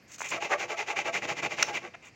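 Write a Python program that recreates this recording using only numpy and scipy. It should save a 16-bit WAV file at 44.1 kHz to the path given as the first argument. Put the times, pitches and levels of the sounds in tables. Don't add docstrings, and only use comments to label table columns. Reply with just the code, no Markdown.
import sys
import numpy as np
from scipy import signal
from scipy.fft import rfft, irfft, next_fast_len
from scipy.io import wavfile
from scipy.ndimage import map_coordinates

SR = 44100
rng = np.random.default_rng(int(sys.argv[2]) if len(sys.argv) > 2 else 0)


def put_to_file(sound):
    columns = np.atleast_2d(sound).T
    safe = np.clip(columns, -1, 1)
    whole_steps = np.round(safe * 32767)
    wavfile.write(sys.argv[1], SR, whole_steps.astype(np.int16))


N = 94815


def amp(db):
    return 10 ** (np.asarray(db) / 20)


def unit(x):
    return x / np.sqrt(np.mean(x ** 2) + 1e-20)


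def filtered(x, response):
    size = next_fast_len(N + SR // 2)
    spectrum = rfft(x, size) * response(np.fft.rfftfreq(size, 1 / SR))
    return irfft(spectrum, size)[:N]


def colour(x, points, size=4096):
    hz, db = np.transpose(points)
    log_grid = np.log(np.fft.rfftfreq(size, 1 / SR) + 1)
    cepstrum = irfft(np.log(amp(np.interp(log_grid, np.log(hz), db))))
    cepstrum[1:size // 2] *= 2
    cepstrum[size // 2 + 1:] = 0
    impulse = irfft(np.exp(rfft(cepstrum)))
    return signal.fftconvolve(x, impulse / np.linalg.norm(impulse))[:N]


def noise():
    return rng.standard_normal(N)


def wobble(rate):
    return map_coordinates(rng.standard_normal(N), [np.arange(N) * rate / SR])


def since(start):
    return np.maximum(np.arange(N) / SR - start, 0)


def arch(start, length, peak=0.57):
    phase = np.interp(since(start), [0, length * peak, length], [0, .5, 1])
    return np.sin(np.pi * phase).clip(0)


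def burst(start, t60):
    t = since(start)
    return (t > 0) * amp(-60 * t / t60)


def ringing(x, modes):
    def response(f):
        h = 0
        for k, (centre, width, db) in enumerate(modes):
            damping = 1j * f * width
            h = h + (-1) ** k * amp(db) * damping / (centre * centre - f * f + damping)
        return h / np.sqrt(np.mean(np.abs(h) ** 2))
    return filtered(x, response)


def teeth(rate, jitter, scatter_db):
    turns = np.cumsum(rate) / SR
    chance = rng.standard_normal((N // 20, 2))[:int(turns[-1])]
    late = jitter * chance[:, 0]
    at = np.interp(np.arange(len(chance)) + late, turns, np.arange(N))
    return np.bincount(at.astype(int), amp(scatter_db * chance[:, 1]), N)


# (frequency [Hz], relative level [dB per Hz])
YARD_SPECTRUM = [(25, -54), (60, -4.5), (120, 3), (220, 0.5), (450, -5), (1200, -13), (2400, -7.5),
                 (3500, -24), (4700, -15), (7000, -23.5), (9000, -38), (16000, -46)]
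YARD_DB = -58.5


def yard():
    return amp(YARD_DB) * colour(noise(), YARD_SPECTRUM)


ROOM_T60, ROOM_DB = 0.45, -15.5


def room(work):
    tail = burst(0.0016, ROOM_T60) * noise()
    return amp(ROOM_DB) * signal.fftconvolve(work, tail / np.linalg.norm(tail))[:N]


SQUEAK_S, SQUEAK_LENGTH_S = 0.0036, 0.068
SQUEAK_HZ, SQUEAK_RISE_HZ, SQUEAK_DB = 12000, 746, -75


def squeak(waver_hz=50):
    rise = SQUEAK_RISE_HZ * arch(SQUEAK_S, 2 * SQUEAK_LENGTH_S)
    hz = SQUEAK_HZ + rise + waver_hz * wobble(600)
    swell = arch(SQUEAK_S, SQUEAK_LENGTH_S) ** 2
    return amp(SQUEAK_DB) * swell * np.sin(2 * np.pi * np.cumsum(hz) / SR)


# (start [s], length [s], rise [s], level before flutter [dB])
SLIDE_PASSES = [(0.073, .1, 0.074, -48), (0.147, 0.02, 0.0037, -45), (0.181, 0.16, 0.0032, -45),
                (2.023, 0.086, 0.0087, -61)]
# (frequency [Hz], relative level [dB per Hz])
SLIDE_SPECTRUM = [(300, -30.5), (1200, -7.5), (2400, 2.5), (3500, -4.5), (5000, -3.5), (5800, 3), (6800, 9),
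                  (7600, 1), (8700, -13.5), (11000, -22), (13700, -21), (14700, -17), (16000, -10)]


def slides(release_s=0.029, flutter_db=3.76):
    level = 0
    for start, length, rise, db in SLIDE_PASSES:
        fade_in = np.minimum(since(start) / rise, 1)
        fade_out = np.clip((length - since(start)) / release_s, 0, 1)
        level = level + amp(db) * fade_in * fade_out
    return colour(level * amp(flutter_db * wobble(150)) * noise(), SLIDE_SPECTRUM)


# (time [s], level before the tone mix [dB])
EDGE_KNOCKS = [(.184, -39.5), (0.206, -28.5), (.218, -28), (1.222, -28), (1.392, -44), (1.607, -25)]


def knocks(t60=0.022, kick=4, kick_t60=0.00015):
    push, crack = 0, 0
    for start, db in EDGE_KNOCKS:
        impulse = burst(start, kick_t60)
        push = push + amp(db) * impulse / np.linalg.norm(impulse)
        crack = crack + amp(db) * burst(start, t60)
    blows = crack * noise() + kick * push
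    return 0.56 * colour(blows, BITE_SPECTRUM) + 0.2 * colour(blows, RASP_SPECTRUM)


# (start [s], length [s], first pitch before wander [Hz], last pitch before wander [Hz], level [dB])
JUDDER_RUNS = [(.355, 0.033, 690, 645, -36), (.405, 0.032, 820, 842, -36.5), (.488, 0.05, 340, 508, -37),
               (.52, 0.047, 595, 585, -30.5), (.685, 0.051, 385, 458, -36.5), (.585, 0.046, 640, 793, -37),
               (.715, 0.045, 675, 653, -38.5), (.775, 0.069, 410, 451, -41),
               (.868, 0.0407, 340, 492, -39.5), (.895, 0.051, 660, 683, -39), (1.06, 0.043, 690, 637, -33),
               (1.285, 0.038, 790, 810, -37.5), (1.575, 0.026, 500, 525, -39.5),
               (1.679, 0.076, 835, 813, -41.5), (1.825, 0.036, 380, 351.3, -41)]
JUDDER_JITTER, JUDDER_SCATTER_DB = 0.035, 0.5


def judders(wander=0.0256):
    out = np.zeros(N)
    panel_pulse = ringing(np.eye(1, N)[0], PANEL_MODES)[:SR // 10]
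    for start, length, first_hz, last_hz, db in JUDDER_RUNS:
        swell = arch(start, length)
        glide = np.interp(since(start), [0, length], [first_hz, last_hz])
        rate = glide * np.exp(wander * wobble(120))
        plucks = teeth(rate, JUDDER_JITTER, JUDDER_SCATTER_DB)
        groan = signal.fftconvolve(swell * plucks, panel_pulse)[:N]
        out += amp(db) * groan * np.linalg.norm(swell) / np.linalg.norm(groan)
    return out


# (start [s], length [s], level [dB])
DEEP_BITES = [(0.319, 0.015, -34), (0.51, 0.036, -26), (0.873, 0.014, -42), (.959, 0.015, -38),
              (1.146, 0.02, -29.5), (1.286, 0.023, -34.5), (1.425, 0.027, -35.5), (1.58, 0.011, -36),
              (1.944, 0.012, -43.5)]
# (frequency [Hz], relative level [dB per Hz])
BITE_SPECTRUM = [(40, -58), (150, -31), (350, -9), (600, -1), (850, 0), (1300, 0), (1950, -0.5),
                 (2500, -0.5), (3000, -15.5), (5000, -29.5), (7000, -19), (8500, -47), (16000, -55)]


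def bites(jitter=.07, scatter_db=3, tearing=0.65):
    force = sum(amp(db) * np.sqrt(arch(start, length)) for start, length, db in DEEP_BITES)
    rate = TOOTH_HZ * np.exp(0.13 * wobble(40))
    plucks = unit(teeth(rate, jitter, scatter_db))
    return colour(force * unit(plucks + tearing * noise()), BITE_SPECTRUM)


# (frequency [Hz], relative level [dB per Hz])
SNAP_SPECTRUM = [(40, -63), (200, -51), (700, -20), (1150, -3.5), (1750, -7), (2250, 0.5), (2700, -0.5),
                 (3100, -10.5), (5000, -11), (5600, -3.5), (6200, -2.5), (6700, -12.5), (7250, -7.5),
                 (8000, -22.5), (11000, -33.5), (14000, -38), (15200, -26)]
SNAP_S, SNAP_DB, SNAP_T60 = 1.6264, -17.5, 0.01
SNAP_TAIL_DB, SNAP_TAIL_T60 = -27, .05


def snap(kick=7, kick_t60=0.00034, hold_s=0.0038):
    splinter = (since(SNAP_S) > 0) * amp(-60 * since(SNAP_S + hold_s) / SNAP_T60)
    rattle = amp(SNAP_TAIL_DB) * burst(SNAP_S, SNAP_TAIL_T60)
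    crack = (splinter + rattle) * noise()
    push = burst(SNAP_S, kick_t60)
    return amp(SNAP_DB) * colour(crack + kick * push / np.linalg.norm(push), SNAP_SPECTRUM)


# (frequency [Hz], relative level [dB per Hz])
THUD_SPECTRUM = [(30, -37), (50, -24), (80, -11.5), (130, 0), (250, -1), (400, 1.5), (900, -21),
                 (3000, -101)]


def stroke_thud(level):
    return colour(level * noise(), THUD_SPECTRUM)


# (frequency [Hz], relative level [dB per Hz])
HISS_SPECTRUM = [(800, -21.5), (2400, 8), (3400, -4.5), (5100, -5), (5800, -2.5), (6400, -0.5),
                 (7150, -3.5), (7700, -15.5), (8700, -27.5), (10500, -33), (13700, -41), (14900, -20),
                 (16000, -35)]
SLOT_DB = 1


def slot_hiss(level, grain):
    rubbing = unit((1.8 + grain) * noise())
    return amp(SLOT_DB) * colour(level * rubbing, HISS_SPECTRUM)


# (frequency [Hz], width [Hz], relative level [dB])
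PANEL_MODES = [(349.7, 25.4, 1), (431.4, 32.4, -2), (493, 20, 2), (582.8, 34, 0), (672, 14, -3),
               (690.6, 25.5, -5.5), (831, 54.2, 2), (1153, 85, -3.5), (1310, 59, -9.5), (1600, 61, -4.5),
               (1896, 43, -10), (2207, 46.5, -3.5), (2352, 23.3, -10.5)]
RING_DB = -.5


def panel_ring(level, plucks, panel_noise=0.67):
    drive = unit(unit(plucks) + panel_noise * noise())
    return amp(RING_DB) * ringing(level * drive, PANEL_MODES)


# (start [s], length [s], level before the chip mix [dB])
EDGE_GRAZES = [(.085, 0.043, -56), (0.201, 0.052, -45.5), (0.231, 0.055, -37.5), (1.936, 0.018, -42.5),
               (2.018, 0.082, -50)]
# (frequency [Hz], relative level [dB per Hz])
RASP_SPECTRUM = [(40, -60), (200, -20), (500, -1.5), (900, 1), (1400, -3), (1780, -2), (2050, 4.5),
                 (2450, 5), (2800, 4.5), (3200, -4.5), (4000, -15), (5000, -21.5), (7000, -22), (8500, -41),
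                 (16000, -58)]
# (frequency [Hz], width [Hz], relative level [dB])
BLADE_MODES = [(2019, 55, 3), (2155, 52, 4), (2326, 57, 4), (2498, 64, -1.5), (2576, 60, -6),
               (2690, 65, -3), (2810, 18, -8.5), (3680, 32, -7.5), (6100, 55, -15)]
CHIP_DB, BLADE_DB = -2.5, -7.5


def chip_rasp(level, grain, plucks, tooth_share=0.75):
    grazes = sum(amp(db) * np.sqrt(arch(start, length)) for start, length, db in EDGE_GRAZES)
    tearing = level * unit(grain * noise() + tooth_share * unit(plucks))
    cutting = tearing + grazes * noise()
    rasp = amp(CHIP_DB) * colour(cutting, RASP_SPECTRUM)
    return rasp + amp(BLADE_DB) * ringing(cutting, BLADE_MODES)


# (start [s], length [s], fastest point [share of length],
# then levels before grip and layer gains: thud [dB], panel [dB], rasp [dB], hiss [dB])
STROKE_PASSES = [(0.298, 0.097, 0.35, -46, -34.5, -32, -40), (0.398, 0.095, 0.38, -55.5, -35.5, -34.5, -40),
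                 (0.485, 0.081, 0.52, -74, -26.5, -34, -39.5), (0.574, 0.098, 0.36, -70, -35, -35, -39),
                 (0.675, 0.088, 0.4, -80, -36, -37, -42.5), (0.758, 0.095, 0.39, -78, -38.5, -33, -40),
                 (0.854, 0.092, 0.53, -68, -36, -33.5, -40),
                 (0.948, 0.091, 0.42, -50.5, -34.5, -30.5, -38.5),
                 (1.039, 0.079, 0.42, -49, -32.5, -32, -41), (1.12, 0.085, 0.41, -48, -36, -29, -36),
                 (1.209, 0.066, 0.49, -45, -38, -35, -42.5), (1.269, 0.08, 0.36, -45.5, -34, -32.5, -38.5),
                 (1.352, 0.065, 0.55, -49.5, -41, -32.5, -41),
                 (1.415, 0.073, 0.37, -41.5, -35.5, -30, -37.5),
                 (1.488, 0.076, 0.51, -51.5, -39.5, -36.5, -42),
                 (1.557, 0.11, 0.42, -48.5, -39.5, -31, -38.5),
                 (1.661, 0.064, 0.41, -49.5, -33, -36, -43.5), (1.723, 0.078, 0.41, -49, -39.5, -33, -39.5),
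                 (1.805, 0.097, 0.53, -56, -45, -47.5, -54.5)]
TOOTH_HZ = 735.8
TOOTH_JITTER, TOOTH_SCATTER_DB = 0.079, 5
PACE_SCATTER = .1
CHIP_S, CHIP_SCATTER_DB = .0007, -0.5
RASP_STEADY = 0.6
LAYER_POWERS = (0.81, 1.73, 1.82, 1.65)
TURN_SPEED = 0.1


def sawing(grip_db=0.6):
    speeds = np.array([arch(*row[:3]) for row in STROKE_PASSES])
    inside = np.array([(since(start) > 0) & (since(start) < length)
                       for start, length, *_ in STROKE_PASSES])
    rub = TURN_SPEED * inside + (1 - TURN_SPEED) * speeds
    gains = amp(np.array(STROKE_PASSES)[:, 3:]).T
    thud, panel, rasp, hiss = [g @ np.abs(rub) ** power for g, power in zip(gains, LAYER_POWERS)]

    pace = np.exp(PACE_SCATTER * rng.standard_normal(len(STROKE_PASSES)))
    rate = TOOTH_HZ * np.maximum((pace[:, None] * speeds).max(0), .3)
    plucks = teeth(rate, TOOTH_JITTER, TOOTH_SCATTER_DB) / np.sqrt(rate)

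    chips = plucks * amp(CHIP_SCATTER_DB * wobble(500))
    tears = signal.lfilter([1], [1, -np.exp(-1 / (CHIP_S * SR))], chips)
    grain = unit(RASP_STEADY + unit(tears))
    grip = unit(amp(grip_db * wobble(110)))

    ring = panel_ring(grip * panel, plucks)
    cut = chip_rasp(grip * rasp, grain, plucks)
    return ring + cut + slot_hiss(hiss, grain) + stroke_thud(thud)


def scene():
    work = sawing() + bites() + judders() + slides() + knocks() + squeak() + snap()
    mono = work + room(work) + yard()
    return np.array([mono, mono])


TOP_HZ = 15950


def record(dry):
    return np.array([filtered(x, lambda hz: hz < TOP_HZ) for x in dry])


dry = scene()
out = record(dry)
put_to_file(out)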